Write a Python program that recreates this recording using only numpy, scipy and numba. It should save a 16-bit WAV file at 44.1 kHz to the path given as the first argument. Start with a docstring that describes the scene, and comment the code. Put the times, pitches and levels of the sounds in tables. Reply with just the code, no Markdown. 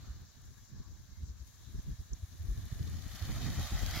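"""A paraglider wing sinks onto an open field, close to a microphone in a light breeze.
From the start grass hisses, eddies buffet the two microphone ports, and faint air rushes over the
crinkling cloth and sings in the lines. Around 2 s the rigging ticks. From 2.6 s the rush swells and
the lines rise in pitch; after 3.1 s they slacken and the canopy flaps softly.
At 3.9 s the cloth sweeps onto the grass."""
import sys
import numpy as np
from scipy import signal
from scipy.fft import rfft, irfft
from scipy.io import wavfile
from scipy.ndimage import map_coordinates
from numba import njit

SR = 44100
rng = np.random.default_rng(int(sys.argv[2]) if len(sys.argv) > 2 else 0)


def file_out(sig):
    """Save sig as 16-bit WAV at sys.argv[1]."""
    # one column per channel
    cols = np.atleast_2d(sig).T
    # limit, then scale
    lim = np.clip(cols, -1, 1)
    pcm = np.round(lim * 32767).astype(np.int16)
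    wavfile.write(sys.argv[1], SR, pcm)


N = 176400
TIME, FREQS = np.arange(N) / SR, np.fft.rfftfreq(N, 1 / SR)
SIDES = np.array([[1], [-1]])  # left, right


def undb(db):
    """Decibels to gain."""
    return 10 ** (np.asarray(db) / 20)


def unit(x):
    """Scale to rms 1."""
    return x / np.sqrt(np.mean(x ** 2))


def curve(rows):
    """Automation: straight lines through (t/s, value) rows."""
    return np.interp(TIME, *np.array(rows).T)


def spectrum(rows):
    """Join (f/Hz, value) rows on a log-frequency axis."""
    hz, values = np.array(rows, float).T
    return np.interp(np.log(np.maximum(FREQS, 1)), np.log(hz), values)


def eq(x, rows):
    """Shape a sound with (f/Hz, level/dB) rows."""
    return irfft(rfft(x) * undb(spectrum(rows)), N)


def pan(left_db):
    """Stereo gains with the left louder by left_db."""
    return undb(SIDES * left_db / 2)


def wander(rate_hz):
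    """Smooth random modulation of rms 1."""
    return unit(irfft(rfft(rng.standard_normal(N)) * np.exp(-(FREQS / rate_hz) ** 2) * (FREQS > 0), N))


def stereo_noise(correlation):
    """White noise with a left-right correlation, overall or per frequency."""
    mid, side = rfft(rng.standard_normal((2, N)))
    return irfft(mid * np.sqrt((1 + correlation) / 2) + SIDES * side * np.sqrt((1 - correlation) / 2), N)


def flicker(x, depth_db, rate_hz, bands=12):
    """Let overlapping bands waver in level, each on its own."""
    place = np.interp(np.log(FREQS + 1), np.log([300, 15000]), [0, bands - 1])
    bins = rfft(x)
    return sum(irfft(bins * np.maximum(1 - abs(place - k), 0), N) * undb(depth_db * wander(rate_hz))
               for k in range(bands))


@njit
def bandpass(x, hz, width_hz):
    """State-variable band-pass with a moving centre."""
    y, band_state, low_state = np.empty(len(x)), 0., 0.
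    for i in range(len(x)):
        g, damping = np.tan(np.pi * hz[i] / SR), width_hz / hz[i]
        band = (band_state + g * (x[i] - low_state)) / (1 + g * (g + damping))
        band_state = 2 * band - band_state
        low_state += 2 * g * band
        y[i] = damping * band
    return y


def noise_band(hz, width_hz, correlation):
    """A steep-sided stereo band of turbulence."""
    hz, stage_width = hz * np.ones(N), 2. * width_hz
    return unit(np.array([bandpass(bandpass(x, hz, stage_width), hz, stage_width)
                          for x in stereo_noise(correlation)]))


def puffs(rows):
    """Bell-shaped swells of band noise, wider in stereo when high."""
    return sum(noise_band(hz, width_hz, correlation=.4 * min(1, 1500 / hz))
               * undb(db) * np.exp(-.5 * ((TIME - when) / width_s) ** 2)
               for when, hz, width_hz, width_s, db in rows)


def crackle(per_s, tone, spread_db=5, decay_s=.0025):
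    """Tiny noise snaps of uneven size at random times."""
    hits = (rng.random(N) < per_s / SR) * undb(spread_db * np.minimum(rng.exponential(size=N), 4))
    envelope = signal.lfilter([1], [1, -np.exp(-1 / (decay_s * SR))], hits)
    return unit(eq(envelope * rng.standard_normal((2, N)), tone))


# stereo image of rushing air at full focus: f/Hz, left-right correlation
AIR_IMAGE = [(300, 0.81), (650, 0.96), (1200, .85), (2400, 0.5), (3100, 0.83), (4200, -0.15),
             (15000, -0.33)]
def air_noise(focus):
    """Air noise at the two ports: centred lows, wide highs; less focus makes it more diffuse."""
    return stereo_noise(focus * spectrum(AIR_IMAGE))


# tone of the grass: f/Hz, left level/dB, right level/dB
GRASS_EQ = [(146, 8.5, -25), (467, -9, -5), (930, -3, -5.5), (1150, -3, -2.5), (1600, -10, -1),
            (2180, -7.5, -15), (2600, -7.5, -25), (3480, -8, -24), (3820, -3.5, 3), (4560, 2, -12.5),
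            (4950, -0.5, -21), (5720, 3, 0.5), (6530, 3.5, 1), (7650, 0.5, -12), (8200, -64, -50),
            (10300, -16, -15), (12900, -8.5, -50), (15400, -8.5, -12)]
def grass_hiss():
    """Breeze in the grass lays a shimmering bed of hiss all round."""
    rows, air = np.array(GRASS_EQ), air_noise(focus=.5)
    hiss = unit(np.array([eq(air[c], rows[:, [0, c + 1]]) for c in range(2)]))
    return flicker(hiss, depth_db=2, rate_hz=18) * undb(-64.5)


# fader of the fine hiss: t/s, level/dB
FINE_FADER = [(0, -82.5), (.6, -74.5), (.8, -90), (1.0, -75.5), (1.35, -82.5), (1.45, -73.5), (1.8, -71.5),
              (2.05, -72.5), (2.35, -70.5), (2.5, -68), (4.0, -63)]
# its tone: f/Hz, level/dB
FINE_EQ = [(3000, -24), (6500, 12), (8500, -2), (10000, 6.5), (14000, 3), (15500, -2)]
def fine_hiss():
    """A finer, ticking hiss comes and goes on the left."""
    hiss = unit(eq(stereo_noise(0), FINE_EQ))
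    ticks = crackle(per_s=130, tone=FINE_EQ) * undb(-6)
    return (hiss + ticks) * undb(curve(FINE_FADER) + 1.3 * wander(11)) * pan(left_db=10)


# fader of the wind on the ports: t/s, level/dB
WIND_FADER = [(0, -51), (.26, -49.5), (.32, -65), (.37, -54.5), (.55, -49.5), (.67, -60.5), (.78, -48.5),
              (1.1, -50), (1.42, -52.5), (1.55, -59.5), (1.68, -50.5), (1.85, -48.5), (2.3, -52.5),
              (2.55, -41), (2.85, -42.5), (3.1, -43.5), (3.45, -39), (3.6, -36), (3.68, -44), (3.78, -36),
              (4.0, -39.5)]
# its tone: f/Hz, level/dB
WIND_EQ = [(15, -29), (30, -3.5), (58, 0.5), (100, -0.5), (160, -13.5), (260, -20), (400, -31),
           (600, -42.5), (1500, -65)]
def port_wind(depth_db=5, brighten=.22):
    """Eddies rumble at each port on its own; the stronger ones are brighter."""
    ports = []
    for noise in stereo_noise(0):
        rumble = unit(eq(noise, WIND_EQ))
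        low = signal.sosfiltfilt(signal.butter(2, 150, fs=SR, output="sos"), rumble)
        eddy_db = depth_db * unit(np.minimum(wander(23.7), .9))
        ports.append(unit(low * undb(eddy_db) + (rumble - low) * undb(eddy_db * (1 + brighten))))
    return np.array(ports) * undb(curve(WIND_FADER))


# lag of the ground reflection, shortening as the wing sinks: t/s, delay/ms
BOUNCE_DELAY = [(0, 1.68), (1.5, 1.87), (2.6, 1.7), (3.2, 1.66), (3.8, 1.55), (4.0, 1.54)]
# tone of the reflection: f/Hz, level/dB
BOUNCE_EQ = [(500, -1), (1700, -15.5), (3500, -5.5), (7000, -12.5)]
# tone of air on the cloth: f/Hz, level/dB
CLOTH_EQ = [(200, -27), (520, -7.5), (780, 3), (1000, -1), (1450, 0.5), (1900, 2), (2500, -4.5),
            (2780, -6.5), (3100, -1.5), (3600, 0), (5200, -4), (6900, -2), (8500, -17), (11500, -9.5),
            (15500, -11.5)]
def cloth_rush():
    """Air rushes over the cloth; a dull reflection off the ground hollows it with a moving comb."""
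    direct = flicker(eq(air_noise(focus=1), CLOTH_EQ), depth_db=1.8, rate_hz=23, bands=24)
    delayed = np.arange(N) - curve(BOUNCE_DELAY) * SR / 1000
    bounce = np.array([map_coordinates(c, [delayed], mode="mirror") for c in eq(direct, BOUNCE_EQ)])
    return unit(direct + bounce)


# airspeed over the lines: t/s, relative speed
AIRSPEED = [(0, 1.02), (1.4, 1.03), (2.6, 1.04), (3.2, 1.2), (3.8, 1.15), (4.0, 1.21)]
# voices of lines of different thickness: f/Hz at speed 1, bandwidth/Hz, relative level/dB
LINE_VOICES = [(1090, 84, -21), (1633, 145, -12), (3720, 390, -12)]
def singing_lines(drift=.012, flicker_db=1.8, slack_s=3.13, slack_db=-5.5):
    """The lines shed vortices at a pitch that follows airspeed, and sing less once slack."""
    speed, voices = curve(AIRSPEED), 0
    for hz, width_hz, db in LINE_VOICES:
        pitch = hz * speed * (1 + drift * wander(2.8))
        voices += noise_band(pitch, width_hz, correlation=.4) * undb(db + flicker_db * wander(12))
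    return voices * undb(curve([(slack_s, 0), (slack_s + .2, slack_db)]))


# tone of the creases: f/Hz, level/dB
CRINKLE_EQ = [(1000, -18), (3500, 6.5), (6500, 3.5), (8500, -17), (11500, -1.5), (15500, -9.5)]
def crinkle():
    """Creases in the fabric snap in a dense crackle."""
    return crackle(per_s=380, tone=CRINKLE_EQ) * undb(-5.5)


# group fader of the wing: t/s, level/dB
WING_FADER = [(0, -66.5), (.3, -72), (1.3, -75.5), (1.7, -69), (2.3, -69.5), (2.7, -61), (3.05, -58),
              (3.2, -51.5), (3.45, -48), (3.9, -46.5), (3.95, -43.5), (4.0, -44)]
def wing(flutter_db=.7):
    """Cloth, lines and creases flutter together and swell as the wing comes down."""
    fader_db = curve(WING_FADER)
    line_lift = undb(.17 * (fader_db.max() - fader_db))  # the lines stand out while the rush is quiet
    mix = cloth_rush() + singing_lines() * line_lift + crinkle()
    return mix * undb(fader_db + flutter_db * wander(38)) * pan(left_db=.5)


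# swish cues: t/s, f/Hz, bandwidth/Hz, width/s, level/dB
SWISH_CUES = [(.08, 1280, 347, 0.064, -69), (.09, 4300, 500, 0.13, -70), (.85, 1080, 150, 0.05, -72.5),
              (1.17, 2100, 130, 0.042, -76), (1.67, 3750, 600, 0.068, -68.5), (1.78, 5900, 900, 0.028, -65)]
def line_swishes():
    """Air swishes briefly through the lines."""
    return puffs(SWISH_CUES)


# buffet cues: t/s, level/dB, left minus right/dB, width/s, grit against the swing/dB
BUFFET_CUES = [(0.107, -34, -5, 0.0082, -41), (0.753, -45.5, -2, 0.034, -6.5), (0.803, -37, 9, 0.0034, -11),
               (1.234, -32.5, -1, 0.011, -17), (1.302, -36, 3, 0.012, -19), (1.419, -39, 6, 0.014, -19),
               (1.754, -34, 4, 0.0085, -13), (1.792, -31, -3, 0.0069, -12.5), (1.886, -36.5, 1, 0.013, -9),
               (1.918, -32, 0, 0.0099, -14.5), (2.001, -34, -5, 0.0056, -16.5), (2.13, -30, -5, 0.01, -18),
               (2.238, -31, 0.5, 0.0075, -24.5), (2.411, -33.5, -3, 0.012, -22.5),
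               (2.491, -28, 5, 0.0044, -21), (2.516, -27, 1.5, 0.016, -21), (2.584, -39, 9, 0.0076, -9.5),
               (2.728, -31, 4, 0.0028, -14), (2.81, -30, 2.5, 0.011, -10.5), (2.913, -42, 2.5, 0.079, -6.5),
               (3.066, -33, 10.5, 0.0033, -13), (3.229, -31, -5, 0.0091, -13),
               (3.302, -32, -3.5, 0.014, -7.5), (3.472, -38.5, -2.5, 0.084, -2),
               (3.592, -26.5, 5.5, 0.014, -14), (3.726, -28.5, -2.5, 0.0054, -9),
               (3.75, -26, 1, 0.009, -14), (3.831, -35, 13, 0.037, -14), (3.973, -33.5, 4.5, 0.0016, 0.5)]
# tone of the grit: f/Hz, level/dB
GRIT_EQ = [(60, -17), (125, 6.5), (200, -3.5), (290, -11), (400, -15.5), (550, -35.5), (1500, -52)]
def buffets(centre_hz=60.6, scatter=.303):
    """Large eddies swing the pressure at both ports in low thumps, with gritty turbulence inside."""
    out = np.zeros((2, N))
    grit = unit(eq(stereo_noise(0), GRIT_EQ))
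    for when, db, left_db, width_s, grit_db in BUFFET_CUES:
        detune, phase, skew = rng.standard_normal(3)
        near = abs(TIME - when) < 4 * width_s
        age = TIME[near] - when
        hz = centre_hz * (1 + scatter * np.tanh(detune))
        swing = np.sin(2 * np.pi * (hz * age + phase + .23 * np.tanh(skew) * SIDES))
        envelope = np.exp(-.5 * (age / width_s) ** 2) * undb(db)
        out[:, near] += (swing + grit[:, near] * undb(grit_db)) * envelope * pan(left_db)
    return out


# tick cues: t/s, f/Hz, bandwidth/Hz, level/dB
TICK_CUES = [(1.827, 12000, 3000, -61), (2.134, 6150, 600, -46), (2.429, 12500, 2500, -60)]
def rigging_ticks(attack_s=.001, decay_s=.0028):
    """The rigging gives a few sharp, bright ticks on the left."""
    ticks = 0
    for when, hz, width_hz, db in TICK_CUES:
        envelope = np.exp(-np.maximum((when - TIME) / attack_s, (TIME - when) / decay_s))
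        ticks += noise_band(hz, width_hz, correlation=.21) * undb(db) * envelope
    return ticks * pan(left_db=9)


# flap cues: t/s, f/Hz, bandwidth/Hz, width/s, level/dB
FLAP_CUES = [(3.296, 327, 118, 0.0062, -49.5), (3.478, 235, 100, 0.0063, -45.5),
             (3.725, 220, 79, 0.008, -53), (3.826, 380, 131, 0.0065, -45.5)]
def canopy_flaps():
    """The slackening canopy flaps in soft, low puffs."""
    return puffs(FLAP_CUES)


# tone of cloth on grass: f/Hz, level/dB
SWEEP_EQ = [(500, -19), (1000, -14), (1300, 3.5), (1480, 2), (1700, -10), (2120, 6), (2500, -6.5),
            (3150, -2), (4000, -9), (5000, 0), (6500, -18), (8500, -40), (11500, -12.5), (15500, -21)]
def touchdown(start_s=3.922, attack_s=.03):
    """The cloth meets the grass and sweeps over it in a sudden broad swish."""
    sweep = flicker(eq(stereo_noise(.88), SWEEP_EQ), depth_db=1.8, rate_hz=21)
    attack = np.clip((TIME - start_s) / attack_s, 0, 1)
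    return unit(sweep) * attack * undb(-44)


def scene():
    """The landing wing over a bed of grass and wind, with no reverb in the open."""
    bed = grass_hiss() + fine_hiss() + port_wind()
    return bed + wing() + line_swishes() + buffets() + rigging_ticks() + canopy_flaps() + touchdown()


def record(dry):
    """A gentle low cut thins the deepest rumble; a steep high cut takes off the top."""
    thinned = signal.sosfilt(signal.butter(1, 22, "high", fs=SR, output="sos"), dry)
    return signal.sosfilt(signal.ellip(12, .1, 90, 15750, fs=SR, output="sos"), thinned)


dry = scene()
out = record(dry)
file_out(out)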